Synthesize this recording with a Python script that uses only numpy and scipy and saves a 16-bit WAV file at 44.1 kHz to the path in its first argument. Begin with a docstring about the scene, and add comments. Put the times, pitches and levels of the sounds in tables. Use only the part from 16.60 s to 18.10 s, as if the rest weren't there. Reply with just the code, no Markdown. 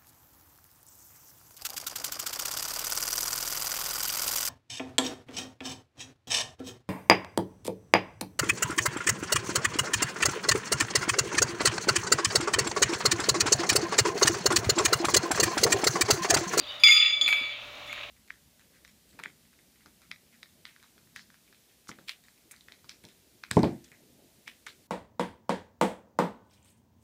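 """Two steel horseshoes are lifted off a stake in a back yard, over outdoor air (noise) and a faint hum (sines).
Soft footfalls (low noise puffs) come and go. Far birds (gliding whistles) chirp first, and again late on.
After the first chirps comes one hard clank, then a rattle as the shoes swing together and a few more clinks:
short pings and noise make the clacks, decaying modes the ring, and touches choke it.
At the end a faint scrape of tiny ticks and noise is heard as they settle in the hand."""
import sys
import numpy as np
from scipy import signal
from scipy.fft import rfft, irfft
from scipy.io import wavfile
from scipy.ndimage import uniform_filter1d, minimum_filter1d

SR = 44100
rng = np.random.default_rng(int(sys.argv[2]) if len(sys.argv) > 2 else 0)


def int16_out(signal):
    """Quantize to a 16-bit WAV file."""
    q = np.round(np.clip(np.atleast_2d(signal).T, -1, 1) * 32767)
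    wavfile.write(sys.argv[1], SR, q.astype(np.int16))


N = 66150
T = np.arange(N) / SR  # time of each sample [s]

# contacts that set the steel ringing, with a relative level for each family of modes: (time [s], body [dB],
# low [dB], low-middle [dB], middle [dB], upper-middle [dB], high [dB], treble [dB], top [dB], rise [s])
CONTACTS = [(.198, -70, -57, -51, -43.5, -75, -51, -60, -62.5, .001),
            (.236, -31, -22.5, -17, -7, -38, -11, -32.5, -45, 0.00091),
            (0.255, -39.5, -14.5, -31, -11, -53, -35, -60, -49, 0.0087),
            (0.273, -64, -15.5, -30.5, -40, -35, -15, -26.5, -44.5, 0.0067),
            (0.286, -69, -8, -34.5, -42, -28, -18.5, -37, -41, 0.013),
            (.309, -55, -43, -53, -38, -9, -21, -33.5, -46, 0.0027),
            (.338, -38, -25, -37, -40, -23.5, -29, -41, -57, .005),
            (.364, -50, -41, -41.5, -20, -16, -18, -37, -53.5, 0.0021),
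            (0.393, -41, -28, -32, -20, -10, -37, -38, -59, 0.011),
            (.455, -60, -44, -54, -47, -22.5, -31.5, -46, -79, 0.0026),
            (0.496, -53, -49, -31.5, -32, -23, -39, -49, -73, 0.0039),
            (0.537, -52, -36, -31.5, -42.5, -22.5, -37, -77, -79, .01),
            (.6121, -46, -43, -43, -15, -23.5, -35, -38, -57, 0.00052),
            (.66, -50, -40, -26.5, -21.5, -29.5, -41, -49, -69.5, 0.0013),
            (0.6783, -48.5, -40, -39, -43, -37, -43, -53.5, -48, .0006),
            (0.699, -55, -40.5, -23.5, -20, -53, -48, -49.5, -76, 0.01),
            (0.766, -47, -43, -28.5, -33, -71, -45, -85, -72, 0.0057),
            (0.892, -73, -45, -50, -32, -54, -58, -80, -78, 0.01),
            (1.275, -57.5, -60, -58, -68, -45.5, -70, -78, -84, 0.0061),
            (1.293, -53, -40.5, -53, -46.5, -63, -61, -63, -80, 0.0034)]


def undb(db):
    """Turn decibels into a gain."""
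    return 10 ** (np.asarray(db) / 20)


def fade(t, t60):
    """Die away from t = 0 at a steady rate, losing 60 dB in t60 seconds."""
    return (t >= 0) * np.exp(-np.log(1000) * np.maximum(t, 0) / t60)


def arch(start, length):
    """Swell from nothing and sink back to nothing over a length of time."""
    progress = np.clip((T - start) / length, 0, 1)
    return np.sqrt(np.abs(np.sin(np.pi * progress)))


def walk(rate):
    """Drift smoothly at random with a spread of 1; a higher rate [Hz] drifts faster."""
    width = max(int(SR / rate), 2)
    drift = uniform_filter1d(rng.standard_normal(N), width, mode="wrap")
    drift = uniform_filter1d(drift, width, mode="wrap")
    return drift / drift.std()


def tint(x, colour):
    """Colour a sound by (frequency [Hz], level [dB]) points without changing the power of white noise."""
    hz, db = np.array(colour, float).T
    size = 2 * N
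    f = np.maximum(np.fft.rfftfreq(size, 1 / SR), 1)
    gain = undb(np.interp(np.log(f), np.log(hz), db))
    # folding the cepstrum forward makes a filter that never sounds before its input
    cepstrum = irfft(np.log(gain / np.sqrt(np.mean(gain ** 2))))
    cepstrum[1:N] *= 2
    cepstrum[N + 1:] = 0
    return irfft(rfft(x, size) * np.exp(rfft(cepstrum)))[:N]


def noise(colour, envelope=1):
    """Make white noise follow an envelope, then colour it."""
    return tint(envelope * rng.standard_normal(N), colour)


def bursts(events, colour, attack_s):
    """Make short puffs of coloured noise that rise and die away."""
    envelope = np.zeros(N)
    for start, db, t60 in events:
        rise = np.clip((T - start) / attack_s, 0, 1)
        # the puff is silent until halfway up its rise
        envelope += undb(db) * rise * fade(T - start - attack_s / 2, t60)
    return noise(colour, envelope)


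def yard(x, echo_db):
    """Add the diffuse echo of hedge and houses: a delayed tail of fading noise."""
    delay_s, t60_s = 0.016, 0.54
    tail = rng.standard_normal(N) * fade(T - delay_s, t60_s)
    tail /= np.linalg.norm(tail)
    return x + undb(echo_db) * signal.fftconvolve(x, tail)[:N]


def background():
    """Mix flickering outdoor air, a coloured noise, with the wavering tones of a distant machine."""
    # colour of the air: (frequency [Hz], relative level [dB])
    air_colour = [(25, -31), (55, -6.5), (92, -14), (175, -22.5), (250, -12.5), (400, -18), (620, -6),
                  (900, -12), (1200, -6.5), (1560, -12), (2800, -6.5), (3300, -10), (3700, -6),
                  (4700, -21.5), (6800, -25), (8000, -34), (16000, -35)]
    # tones of the machine: (frequency [Hz], average RMS level [dB])
    hum_tones = [(120, -65.5), (589, -57)]
    air_db, air_flicker_db, hum_waver_db = -45.5, 0.8, 0.7
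    sound = undb(air_db + air_flicker_db * walk(16)) * noise(air_colour)
    for hz, db in hum_tones:
        level = np.sqrt(2) * undb(db + hum_waver_db * walk(18))
        sound += level * np.sin(2 * np.pi * hz * T)
    return sound


def footfalls():
    """Soft steps on the grass give dull, mostly low puffs of noise."""
    # steps: (start [s], level [dB], time to fade by 60 dB [s])
    steps = [(.005, -41.5, 0.081), (.60, -50.5, 0.6), (.675, -61, 0.079), (.805, -43.5, 0.14),
             (1.18, -55, 0.15)]
    # colour of a step: (frequency [Hz], relative level [dB])
    thud_colour = [(80, -11), (180, -10), (270, 4.5), (400, -2), (900, -27), (3000, -56)]
    return bursts(steps, thud_colour, attack_s=0.0067)


def birds():
    """Whistled notes glide along a curve through three pitches and flicker with distance."""
    # notes: (start [s], length [s], start pitch [Hz], middle pitch [Hz], end pitch [Hz], relative level [dB])
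    notes = [(0, 0.029, 4550, 4700, 4070, -40), (0.028, .022, 4400, 3780, 2960, -39),
             (0.066, 0.047, 3450, 3700, 3620, -41), (.086, 0.047, 3200, 2970, 3310, -40.5),
             (0.126, 0.044, 3650, 3740, 3440, -44), (0.818, 0.054, 4650, 4560, 4430, -46),
             (0.911, 0.054, 2650, 3270, 3830, -41), (0.962, 0.0217, 2770, 2642, 2370, -36),
             (0.998, 0.031, 2600, 2874, 3300, -50.5)]
    pitch_waver, flicker_db = 0.01176, 3  # fraction of the pitch, spread in dB
    out = np.zeros(N)
    for start, length, first_hz, middle_hz, last_hz, db in notes:
        progress = np.clip((T - start) / length, 0, 1)
        curve = np.polyfit([0, 0.5, 1], [first_hz, middle_hz, last_hz], 2)
        hz = np.polyval(curve, progress) * (1 + pitch_waver * walk(296))
        whistle = np.sin(2 * np.pi * np.cumsum(hz) / SR)
        out += undb(db) * arch(start, length) * whistle
    return out * undb(flicker_db * walk(110))


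def slips():
    """Steel slipping on steel gives gritty bursts of bright noise."""
    # slips: (start [s], relative level [dB], time to fade by 60 dB [s])
    slip_events = [(.2362, -33, .2), (.6785, -34, .045), (.682, -45, .27), (1.265, -57, .3),
                   (1.3265, -47, .05)]
    # colour of the grit: (frequency [Hz], relative level [dB])
    grit_colour = [(1000, -11), (4000, -9), (7000, 12), (9000, -0.5), (10500, 3), (11800, 6.5), (14000, 3),
                   (16000, -19)]
    return undb(-3.5) * bursts(slip_events, grit_colour, attack_s=0.00086)


def rattle():
    """Dense tiny ticks swell and fade as the shoes slide over each other."""
    # rubs: (start [s], length [s], relative level [dB])
    rubs = [(.24, 0.32, -31.5), (.675, 0.35, -43.5), (1.27, 0.22, -46.5)]
    # colour of the ticks: (frequency [Hz], relative level [dB])
    rattle_colour = [(600, -31), (1300, -15), (1900, -10.5), (2400, 4), (2850, 2), (3300, -3.5),
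                     (3800, 0.5), (4600, -16), (5400, -37.5), (15000, -57)]
    tick_rate = 900  # average ticks per second
    ticks = (rng.random(N) < tick_rate / SR) * rng.standard_normal(N)
    ticks *= np.sqrt(SR / tick_rate)  # as strong as steady noise, however sparse
    swell = sum(undb(db) * arch(start, length) for start, length, db in rubs)
    return tint(ticks * swell, rattle_colour)


def jangle():
    """Many small high modes merge into coloured noise that rings on after the bright contacts."""
    # colour of the jangle: (frequency [Hz], relative level [dB])
    jangle_colour = [(5400, -41.5), (6000, 5.5), (6400, -1), (6900, 21.5), (7700, -21.5), (8600, -7),
                     (9400, -4), (11700, -27), (12400, -25), (15500, -19)]
    level_db, t60_s = -1.5, 0.21
    power = np.zeros(N)
    for start, *_, treble_db, top_db, rise in CONTACTS:
        power += (undb(treble_db) * fade(T - start, t60_s)) ** 2
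    return undb(level_db) * noise(jangle_colour, np.sqrt(power))


def clacks():
    """Each dry clack of shoe on shoe is a choked ping at its own pitch, a crackle and a dull knock."""
    # clacks: (start [s], relative level [dB], pitch [Hz], relative level of the dull knock [dB])
    clack_events = [(0.2358, -5.5, 2500, -33), (0.272, -12, 2670, -44), (0.284, -11, 2840, -27.5),
                    (0.3221, -10.5, 2490, -58), (0.364, -15.5, 2670, -61), (0.3765, -13.5, 2680, -60),
                    (0.4147, -17, 2930, -54), (0.4258, -14.5, 2630, -58), (0.4492, -21.5, 2670, -60),
                    (0.4597, -14, 2700, -55), (0.4798, -23.5, 2770, -60), (0.6139, -21.5, 4460, -48),
                    (0.6607, -26.5, 4120, -50), (0.6781, -12.5, 2400, -30.5), (.687, -18.5, 2200, -34),
                    (0.7266, -14, 2490, -28.5), (.825, -47, 2760, -43), (1.3275, -31.5, 2390, -38.5),
                    (1.377, -43, 2660, -39.5), (1.4327, -31, 2780, -47)]
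    # colour of the crackle: (frequency [Hz], relative level [dB])
    crackle_colour = [(400, -38.5), (1400, -27), (2400, 5), (2850, -4), (3300, -2.5), (4400, -6),
                      (5400, -23), (8000, -37), (15500, -44)]
    # colour of the dull knock: (frequency [Hz], relative level [dB])
    knock_colour = [(200, -29.5), (750, -6.5), (1500, 2), (2200, 3), (5000, -17.5), (12000, -53)]
    rise_s, ping_t60_s, crackle_t60_s, knock_t60_s = 0.0007, 0.025, 0.037, 0.051
    crackle_db = -10  # against the ping
    pings = np.zeros(N)
    crackle_events, knock_events = [], []
    for start, db, hz, knock_db in clack_events:
        t = T - start
        envelope = np.clip(t / rise_s, 0, 1) * fade(t, ping_t60_s)
        pings += undb(db) * envelope * np.sin(2 * np.pi * hz * t)
        crackle_events.append((start, db + crackle_db, crackle_t60_s))
        knock_events.append((start, knock_db, knock_t60_s))
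    crackle = bursts(crackle_events, crackle_colour, rise_s)
    knocks = bursts(knock_events, knock_colour, rise_s)
    return pings + crackle + knocks


def ringing():
    """Contacts add energy to each mode, touches choke it; level and pitch sway a little as the shoes turn."""
    # modes of the steel: (frequency [Hz], level within its family [dB], time to fade by 60 dB [s], family)
    modes = [(1254, 0, .7, "body"), (1415, -9, .7, "body"), (1904, -5, .7, "body"), (2169, 0, .55, "low"),
             (2262, -13, .55, "low-middle"), (2300, 0, .8, "low-middle"), (2607, -19, .5, "low-middle"),
             (2629, -18, .5, "low-middle"), (3235, -24, .9, "middle"), (3285, -19, .4, "middle"),
             (3458, 0, .5, "middle"), (3478, 0, .42, "upper-middle"), (4852, 0, .28, "high"),
             (4884, -11, .33, "high"), (5017, -19, .33, "high"), (6756, -1, .42, "treble"),
             (6954, -4, .33, "treble"), (7065, -10, .28, "treble"), (9050, 0, .3, "top"),
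             (9480, -5, .18, "top"), (11300, -9, .28, "top"), (11710, -1, .27, "top"),
             (10250, -10, .14, "top"), (13400, -12, .14, "top"), (14035, -9, .22, "top")]
    # names of the families, in the order of the contact levels
    families = ["body", "low", "low-middle", "middle", "upper-middle", "high", "treble", "top"]
    # touches that choke a family of modes: (start [s], change in level [dB], family)
    touches = [(0.271, -9.5, "middle"), (0.307, -16.5, "low"), (.325, -8.5, "upper-middle"),
               (.374, -14, "upper-middle"), (.428, -14, "low"), (0.434, -33, "upper-middle"),
               (0.574, -5, "upper-middle"), (0.625, -7.5, "middle"), (0.674, -9.5, "middle"),
               (.785, -11.5, "middle"), (0.933, -20, "middle"), (1.302, -10, "upper-middle"),
               (.52, -10, "high"), (.56, -6, "high"), (.81, -6, "high")]
    # how strongly each family flutters: family -> spread [fraction of the ring]
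    roughness = {"body": .05, "low": .05, "low-middle": .05, "middle": .06, "upper-middle": .13, "high":
                 .26, "treble": .24, "top": .42}
    touch_s = 0.012  # time a touch takes to choke
    detune = 0.00036  # pitch scatter between contacts, fraction of the pitch
    sway_db, sway_rate, flutter_rate = 2.33, 30, 170  # rates in Hz
    wobble_hz, wobble_rate = 1.8, 30  # spread and rate of the pitch drift, both in Hz
    out = np.zeros(N)
    for hz, db, t60, family in modes:
        choke_db = np.zeros(N)
        for start, loss_db, name in touches:
            if name == family:
                choke_db += loss_db * np.clip((T - start) / touch_s, 0, 1)
        choke = undb(choke_db)
        ring = np.zeros(N, complex)
        chance = rng.standard_normal((len(CONTACTS), 2))
        for (start, *family_db, rise), (off, side) in zip(CONTACTS, chance):
            i = int(start * SR)
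            t = T[:min(N - i, int(t60 * SR))]
            # a quarter turn from the present ring, so that energies add
            phase = np.angle(ring[i]) + np.sign(side) * np.pi / 2
            swing = np.exp(1j * (phase + 2 * np.pi * hz * (1 + detune * off) * t))
            push = np.sin(np.pi / 2 * np.minimum(t / rise, 1)) ** 2
            # earlier touches do not weaken a new contact
            level = undb(db + family_db[families.index(family)]) / choke[i]
            ring[i:i + len(t)] += level * fade(t, t60) * push * swing
        flutter = 1 + roughness[family] * (walk(flutter_rate) + 1j * walk(flutter_rate))
        wobble = np.exp(2j * np.pi * np.cumsum(wobble_hz * walk(wobble_rate)) / SR)
        sway = undb(sway_db * walk(sway_rate))
        out += (ring * choke * flutter * wobble).imag * sway
    return out


def scene():
    """Mix air, hum, footfalls, birds and horseshoes; the yard echoes the birds and the steel."""
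    steel = undb(2) * (ringing() + clacks() + jangle() + rattle() + slips())
    far_birds = yard(birds(), echo_db=-1.5)
    mix = background() + footfalls() + far_birds + yard(steel, echo_db=-9.5)
    return mix[None]


def record(dry):
    """The recorder turns its gain down on loud peaks, holds it, recovers and cuts the top."""
    knee_db, ratio = -12.5, 1.447  # above the knee, levels in dB grow this many times more slowly
    release_s, hold_s, top_hz = 0.15, 0.24, 15900
    # the loudest recent peak, slowly forgotten
    leak = np.exp(-T / release_s)
    peak = np.maximum.accumulate(np.abs(dry[0]) / leak) * leak
    gain = np.maximum(peak / undb(knee_db), 1) ** (1 / ratio - 1)
    # hold the lowest recent gain, then smooth its steps
    half = int(hold_s * SR / 2)
    gain = minimum_filter1d(gain, 2 * half + 1, origin=half, mode="nearest")
    gain = uniform_filter1d(gain, size=64)
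    top_cut = signal.ellip(8, 0.2, 80, top_hz, fs=SR, output="sos")
    return signal.sosfilt(top_cut, dry * gain)


dry = scene()
out = record(dry)
int16_out(out)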